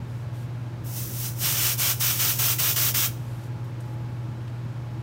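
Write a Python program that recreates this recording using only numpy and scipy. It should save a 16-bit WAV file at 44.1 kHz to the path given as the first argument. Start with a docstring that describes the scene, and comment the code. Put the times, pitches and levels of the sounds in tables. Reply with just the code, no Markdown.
"""Aerosol spray at a ceiling detector

An aerosol can is sprayed at a smoke detector on a wooden ceiling: jet noise, set by the valve's gas flow. The
valve seeps, hisses half open, gives one long burst, then is pumped in seven squeezes, with later seeps. Hum,
fan tones and standing waves (sines) and ventilation (shaped noise) fill the room; the hand makes faint ringing
ticks."""
import sys
import numpy as np
from scipy import signal
from scipy.fft import rfft, irfft
from scipy.io import wavfile
from scipy.ndimage import uniform_filter1d, map_coordinates

SR = 44100
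rng = np.random.default_rng(int(sys.argv[2]) if len(sys.argv) > 2 else 0)


def transcribe(signal):
    """Save signal, clipped to [-1, 1], as a 16-bit WAV file at the path in sys.argv[1]."""
    frames = np.atleast_2d(signal).T
    limited = np.clip(frames, -1, 1)
    pcm = np.round(limited * 32767).astype(np.int16)
    wavfile.write(sys.argv[1], SR, pcm)


N = 221470
TIME = np.arange(N) / SR  # s
BINS = np.fft.rfftfreq(N, 1 / SR)  # Hz

# Steady tones: those of the fan and its motor, and at 490, 545, 607 and 1387 Hz the room's standing waves. Each
# row: frequency in Hz, level in dB rms.
STEADY_TONES = [(59.3, -57.5), (102.6, -45.5), (144, -51.5), (320.5, -58), (490, -64.5), (545, -62.5),
                (607, -65.5), (1387, -74), (1620, -68.5)]
# Treble of the ventilation. Each row: frequency in Hz, relative density in dB per Hz.
AIR_SPECTRUM = [(240, -39), (400, -2), (600, -3.5), (730, -5.5), (950, -5.5), (1500, -10), (2500, -15.5),
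                (4000, -20.5), (6000, -25.5), (8000, -30.5), (12000, -32), (16000, -47)]
# Rumble of the ducts. Each row: frequency in Hz, relative density in dB per Hz.
RUMBLE_SPECTRUM = [(18, -44), (35, -16.5), (60, -11), (85, -3.5), (112, -5), (128, -2), (158, -1),
                   (188, -11), (205, -9.5), (255, -9), (285, -15), (325, -8), (400, -20), (520, -53.5)]
# Fizz of escaping gas, also the base colour of the ticks. Each row: frequency in Hz, relative dB per Hz.
SEEP_SPECTRUM = [(800, -18), (2500, 3), (6000, 1), (10400, 1.5), (12000, 2), (16000, -7)]
# Gas seeping from the almost shut valve. Each row: start in seconds, end in seconds, level in dB.
SEEP_EVENTS = [(.06, .23, -64.5), (0.32, .43, -58), (3.1, 3.455, -58), (3.63, 3.68, -65),
               (3.79, 3.92, -64.5)]
# Ticks of the finger on the cap and can. Each row: start in seconds, level in dB, ring in Hz.
TICK_EVENTS = [(3.436, -50, 5500), (3.642, -54, 13500), (3.803, -47, 8560), (3.937, -56, 11000),
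               (4.477, -50, 2850)]
# The slow press to half open. Each row: time in seconds, flow as jet level in dB.
HALF_PRESS_FLOW = [(0.835, -65), (0.849, -49.5), (0.871, -43.5), (0.929, -40), (0.979, -33), (1.105, -39),
                   (1.265, -30), (1.35, -49)]
# The slow press to full flow. Each row: time in seconds, flow as jet level in dB.
FULL_PRESS_FLOW = [(1.35, -48.5), (1.424, -26.5), (1.456, -22), (1.536, -26), (1.672, -22), (1.734, -26.5),
                   (1.765, -40)]
# Quick squeezes, each to full flow. Each row: opening start in seconds, opening time in seconds,
# moment the finger eases in seconds, flow left until the next squeeze in dB.
SQUEEZES = [(1.769, 0.035, 1.9065, -43), (1.993, 0.02, 2.104, -29), (2.184, 0.011, 2.305, -32.5),
            (2.382, 0.012, 2.516, -37.5), (2.579, 0.012, 2.704, -34), (2.756, 0.0081, 2.885, -45),
            (2.938, 0.0085, 3.05, -69)]
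# The jet with the valve wide open. Each row: frequency in Hz, relative density in dB per Hz.
OPEN_JET_SPECTRUM = [(150, -29), (450, -15), (800, -13), (1400, -6.5), (1800, -10), (3000, -4),
                     (4400, -8.5), (5800, -2.5), (7600, -7.5), (8500, -6), (9600, -7.5), (12400, -3.5),
                     (13500, -6), (16000, -4)]
# The thinner jet of a half-open valve. Each row: frequency in Hz, relative density in dB per Hz.
THIN_JET_SPECTRUM = [(300, -11), (1700, -14.5), (3100, -9), (4500, -9.5), (5800, -2.5), (7900, -6),
                     (9100, -7), (9650, -3.5), (11000, -2.5), (12900, -0.5), (13800, -9), (14500, -1.5),
                     (16000, 1.5)]
# Broad resonance of the nozzle's bore. One row: centre in Hz, width in Hz, gain in dB when wide open.
BORE_RESONANCE = (14700, 1650, 5.7)
# Faint whistles of the nozzle, heard from its side. Each row: centre in Hz, width in Hz,
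# gain in dB when wide open and not yet turned.
NOZZLE_WHISTLES = [(8630, 170, 5.5), (12300, 140, 5.5)]
# Decay of the room. Each row: frequency in Hz, time to fall by 60 dB in seconds.
ROOM_DECAY = [(300, .35), (3000, .33), (8000, .3), (16000, .25)]
# Band swallowed by the microphone's port. One row: centre in Hz, half-width in Hz, gain in dB.
MICROPHONE_NOTCH = (10420, 350, -6.5)

HUM_HZ, HUM_DB = 120, -33  # dB rms
# the fan's whine swells as the microphone moves: start level and rise in dB, start and end in s
WHINE_HZ, WHINE_DB, WHINE_SWELL_DB, WHINE_SWELL_S = 846, -63.5, 5, (1.5, 3.8)
AIR_DB = -49
SEEP_EDGE_S = .03  # rise and fall time of a seep
SQUEEZE_DB = -22.5  # jet level with the cap pressed right down
CLOSING_S = .028  # the spring pushes the cap back in about this time
DIPS_PER_S, DIP_DB, DIP_S = 7.6, -1, 0.002  # mean rate, gain at full flow, time from centre to 1/e
EDGE_HZ = 15820  # upper band limit of the recorder


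def amp(db):
    """Decibel law: a level in dB becomes an amplitude ratio."""
    return 10 ** (np.asarray(db) / 20)


def unit(x):
    """Normalisation of power: scales to rms 1."""
    return x / np.sqrt(np.mean(x ** 2) + 1e-20)


def read(points, hz):
    """Linear interpolation of a table on a log-frequency axis."""
    table_hz, value = np.transpose(points)
    return np.interp(np.log(hz + 1), np.log(table_hz + 1), value)


def noise(colour_db):
    """Spectral shaping: white noise weighted bin by bin, then brought to rms 1."""
    white = rng.standard_normal(N)
    return unit(irfft(rfft(white) * amp(colour_db), N))


def drift(rate_hz):
    """Low-pass random process of rms 1, falling off steeply above the rate."""
    return noise(-10 * np.log10(1 + (BINS / rate_hz) ** 6))


def held(start, end, rise, fall):
    """Gate envelope: a linear rise, a hold at 1 until the end, then half a bell curve down."""
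    opening = np.clip((TIME - start) / rise, 0, 1)
    closing = np.exp(-(np.maximum(TIME - end, 0) / fall) ** 2)
    return opening * closing


def hum(hum_waver=0.12, fan_waver=0.38, fan_slip=0.45):
    """Superposed tones: a transformer note of nearly even level, and fan and room tones wavering in level and
    phase."""
    phase = 2 * np.pi * (HUM_HZ * TIME + rng.random())
    out = amp(HUM_DB) * (1 + hum_waver * drift(8.5)) * np.sin(phase)
    whine_db = WHINE_DB + WHINE_SWELL_DB * np.interp(TIME, WHINE_SWELL_S, [0, 1])
    for hz, db in STEADY_TONES + [(WHINE_HZ, whine_db)]:
        slip = fan_slip * np.sqrt(hz / HUM_HZ) * drift(1.3)  # radians
        phase = 2 * np.pi * (hz * TIME + rng.random()) + slip
        out += amp(db) * (1 + fan_waver * drift(4.7)) * np.sin(phase)
    return np.sqrt(2) * out  # a sine's peak is root two times its rms


def ventilation(rumble_db=-41, surge_db=1, ripple_db=1.):
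    """Broadband flow noise: surging duct rumble, and moving air rippled by the room's standing waves."""
    ripple = uniform_filter1d(rng.standard_normal(len(BINS)), size=110)  # along frequency
    ripple = unit(uniform_filter1d(ripple, size=70))
    air = noise(read(AIR_SPECTRUM, BINS) + ripple_db * ripple)
    surge = amp(rumble_db + surge_db * drift(5.7))
    return surge * noise(read(RUMBLE_SPECTRUM, BINS)) + amp(AIR_DB) * air


def seep():
    """Leakage noise: gas through a nearly shut gap fizzes faintly before and after the squeezes."""
    leak = sum(amp(db) * held(start, end, SEEP_EDGE_S, SEEP_EDGE_S) for start, end, db in SEEP_EVENTS)
    return noise(read(SEEP_SPECTRUM, BINS)) * leak


def ticks(t60=.06, rise=.003, ring_width=.09, ring_db=9):
    """Damped resonance: short plastic ticks, each with one broad ring and little far above it."""
    out = np.zeros(N)
    for start, db, hz in TICK_EVENTS:
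        age = np.maximum(TIME - start, 0)
        ring = ring_db / (1 + ((BINS / hz - 1) / ring_width) ** 2)
        treble_loss = 10 * np.log10(1 + (BINS / hz / 2) ** 4)
        colour_db = read(SEEP_SPECTRUM, BINS) + ring - treble_loss
        decay = amp(db - 60 * age / t60)
        out += noise(colour_db) * decay * np.minimum(age / rise, 1)
    return out


def valve():
    """Throttling: gas flow as a gain, two slow presses, then squeezes that snap open and ease nearly shut."""
    presses = np.concatenate([HALF_PRESS_FLOW, FULL_PRESS_FLOW])
    flow = amp(np.interp(TIME, *presses.T, left=-120, right=-120))
    until = [row[0] for row in SQUEEZES[1:]] + [SQUEEZES[-1][2]]
    for (opens, opening, eases, left_db), next_opens in zip(SQUEEZES, until):
        left = amp(left_db) * held(opens, next_opens, opening, CLOSING_S)
        pressed = (amp(SQUEEZE_DB) - amp(left_db)) * held(opens, eases, opening, CLOSING_S)
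        flow = np.maximum(flow, left + pressed)
    return flow


def spits(flow):
    """Random arrivals: drops of liquid pass the nozzle and the level dips briefly, more at high flow; in dB."""
    drops = TIME[rng.random(N) < DIPS_PER_S / SR]
    dips = sum(np.exp(-((TIME - at) / DIP_S) ** 2) for at in drops)
    return DIP_DB * flow / flow.max() * dips


def jet(full_db=-23, half_open_db=-35.0, flutter_db=0.5, beam_db=3, level_db=0.0):
    """Turbulent mixing at the nozzle: a throttled jet loses its low hiss faster than its top."""
    flow = valve()
    hz, t, white = signal.stft(rng.standard_normal(N), SR, nperseg=512, noverlap=448)
    hz = hz[:, None]
    flow_db = 20 * np.log10(np.interp(t, TIME, flow))
    throttle = np.clip((full_db - flow_db) / (full_db - half_open_db), 0, 1)  # 0 open, 1 half open or less
    colour_db = (1 - throttle) * read(OPEN_JET_SPECTRUM, hz) + throttle * read(THIN_JET_SPECTRUM, hz)
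    ring_hz, width_hz, ring_db = BORE_RESONANCE
    colour_db += ring_db * (1 - 0.37 * throttle) * np.exp(-(2 * (hz - ring_hz) / width_hz) ** 4)
    # as the hand turns the can, the beamed top of the hiss grows and the whistles fade
    turned = np.interp(t, [1.6, 2.5], [0, 1])
    colour_db += beam_db * (turned - .7) * np.interp(hz, [11000, 14500], [-.25, .55])
    whistles = sum(db / (1 + (2 * (hz - f) / width) ** 2) for f, width, db in NOZZLE_WHISTLES)
    colour_db += (1 - turned) * (1 + .5 * throttle) * whistles
    colour = amp(colour_db)
    # equal power in every frame, so that the flow alone sets the level
    colour /= np.sqrt(np.mean(colour ** 2 * (hz < EDGE_HZ), axis=0))
    hiss = signal.istft(white * colour, nperseg=512, noverlap=448)[1][:N]
    return hiss * flow * amp(level_db + spits(flow) + flutter_db * drift(130))


def near_echoes(x, share=0.065, sway=0.068, count=9):
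    """Comb filtering: hand, detector and joist reflect the hiss; the comb wanders as the hand sways."""
    out = x.copy()
    for delay in np.geomspace(.0013, .0055, count):  # s
        path = delay * rng.uniform(.9, 1.1) * (1 + sway * drift(0.74))
        echo = map_coordinates(x, [(TIME - path) * SR], order=3)
        out += share * rng.choice([-1, 1]) * echo
    return out / np.sqrt(1 + count * share ** 2)


def room(x, wet_db=-12.0, build_up=0.0027):
    """Diffuse reverberation: a short tail from the timber, each band dying at its own speed."""
    hz, t, z = signal.stft(rng.standard_normal(SR // 2), SR, nperseg=256)
    decay = amp(-60 * t / read(ROOM_DECAY, hz)[:, None])
    tail = signal.istft(z * decay, SR, nperseg=256)[1]
    tail *= np.clip(np.arange(len(tail)) / SR / build_up, 0, 1) ** 2
    return x + amp(wet_db) * signal.fftconvolve(x, tail / np.linalg.norm(tail))[:N]


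def scene():
    """Superposition: all sources add at one microphone, which feeds both channels alike."""
    near = near_echoes(jet()) + seep() + ticks()
    mono = room(near) + hum() + ventilation()
    return np.array([mono, mono])


def record(dry):
    """Linear filtering: the microphone's notch, then the recorder's band limit."""
    hz, width_hz, db = MICROPHONE_NOTCH
    ends = np.minimum(np.minimum(TIME, TIME[::-1]) / .003, 1)  # eased against clicks
    notch = amp(db / (1 + ((BINS - hz) / width_hz) ** 2))
    heard = irfft(rfft(dry * ends) * notch, N)
    band_limit = signal.firwin(1023, EDGE_HZ, window=("kaiser", 9), fs=SR)
    return signal.oaconvolve(heard, band_limit[None], "same")


dry = scene()
out = record(dry)
transcribe(out)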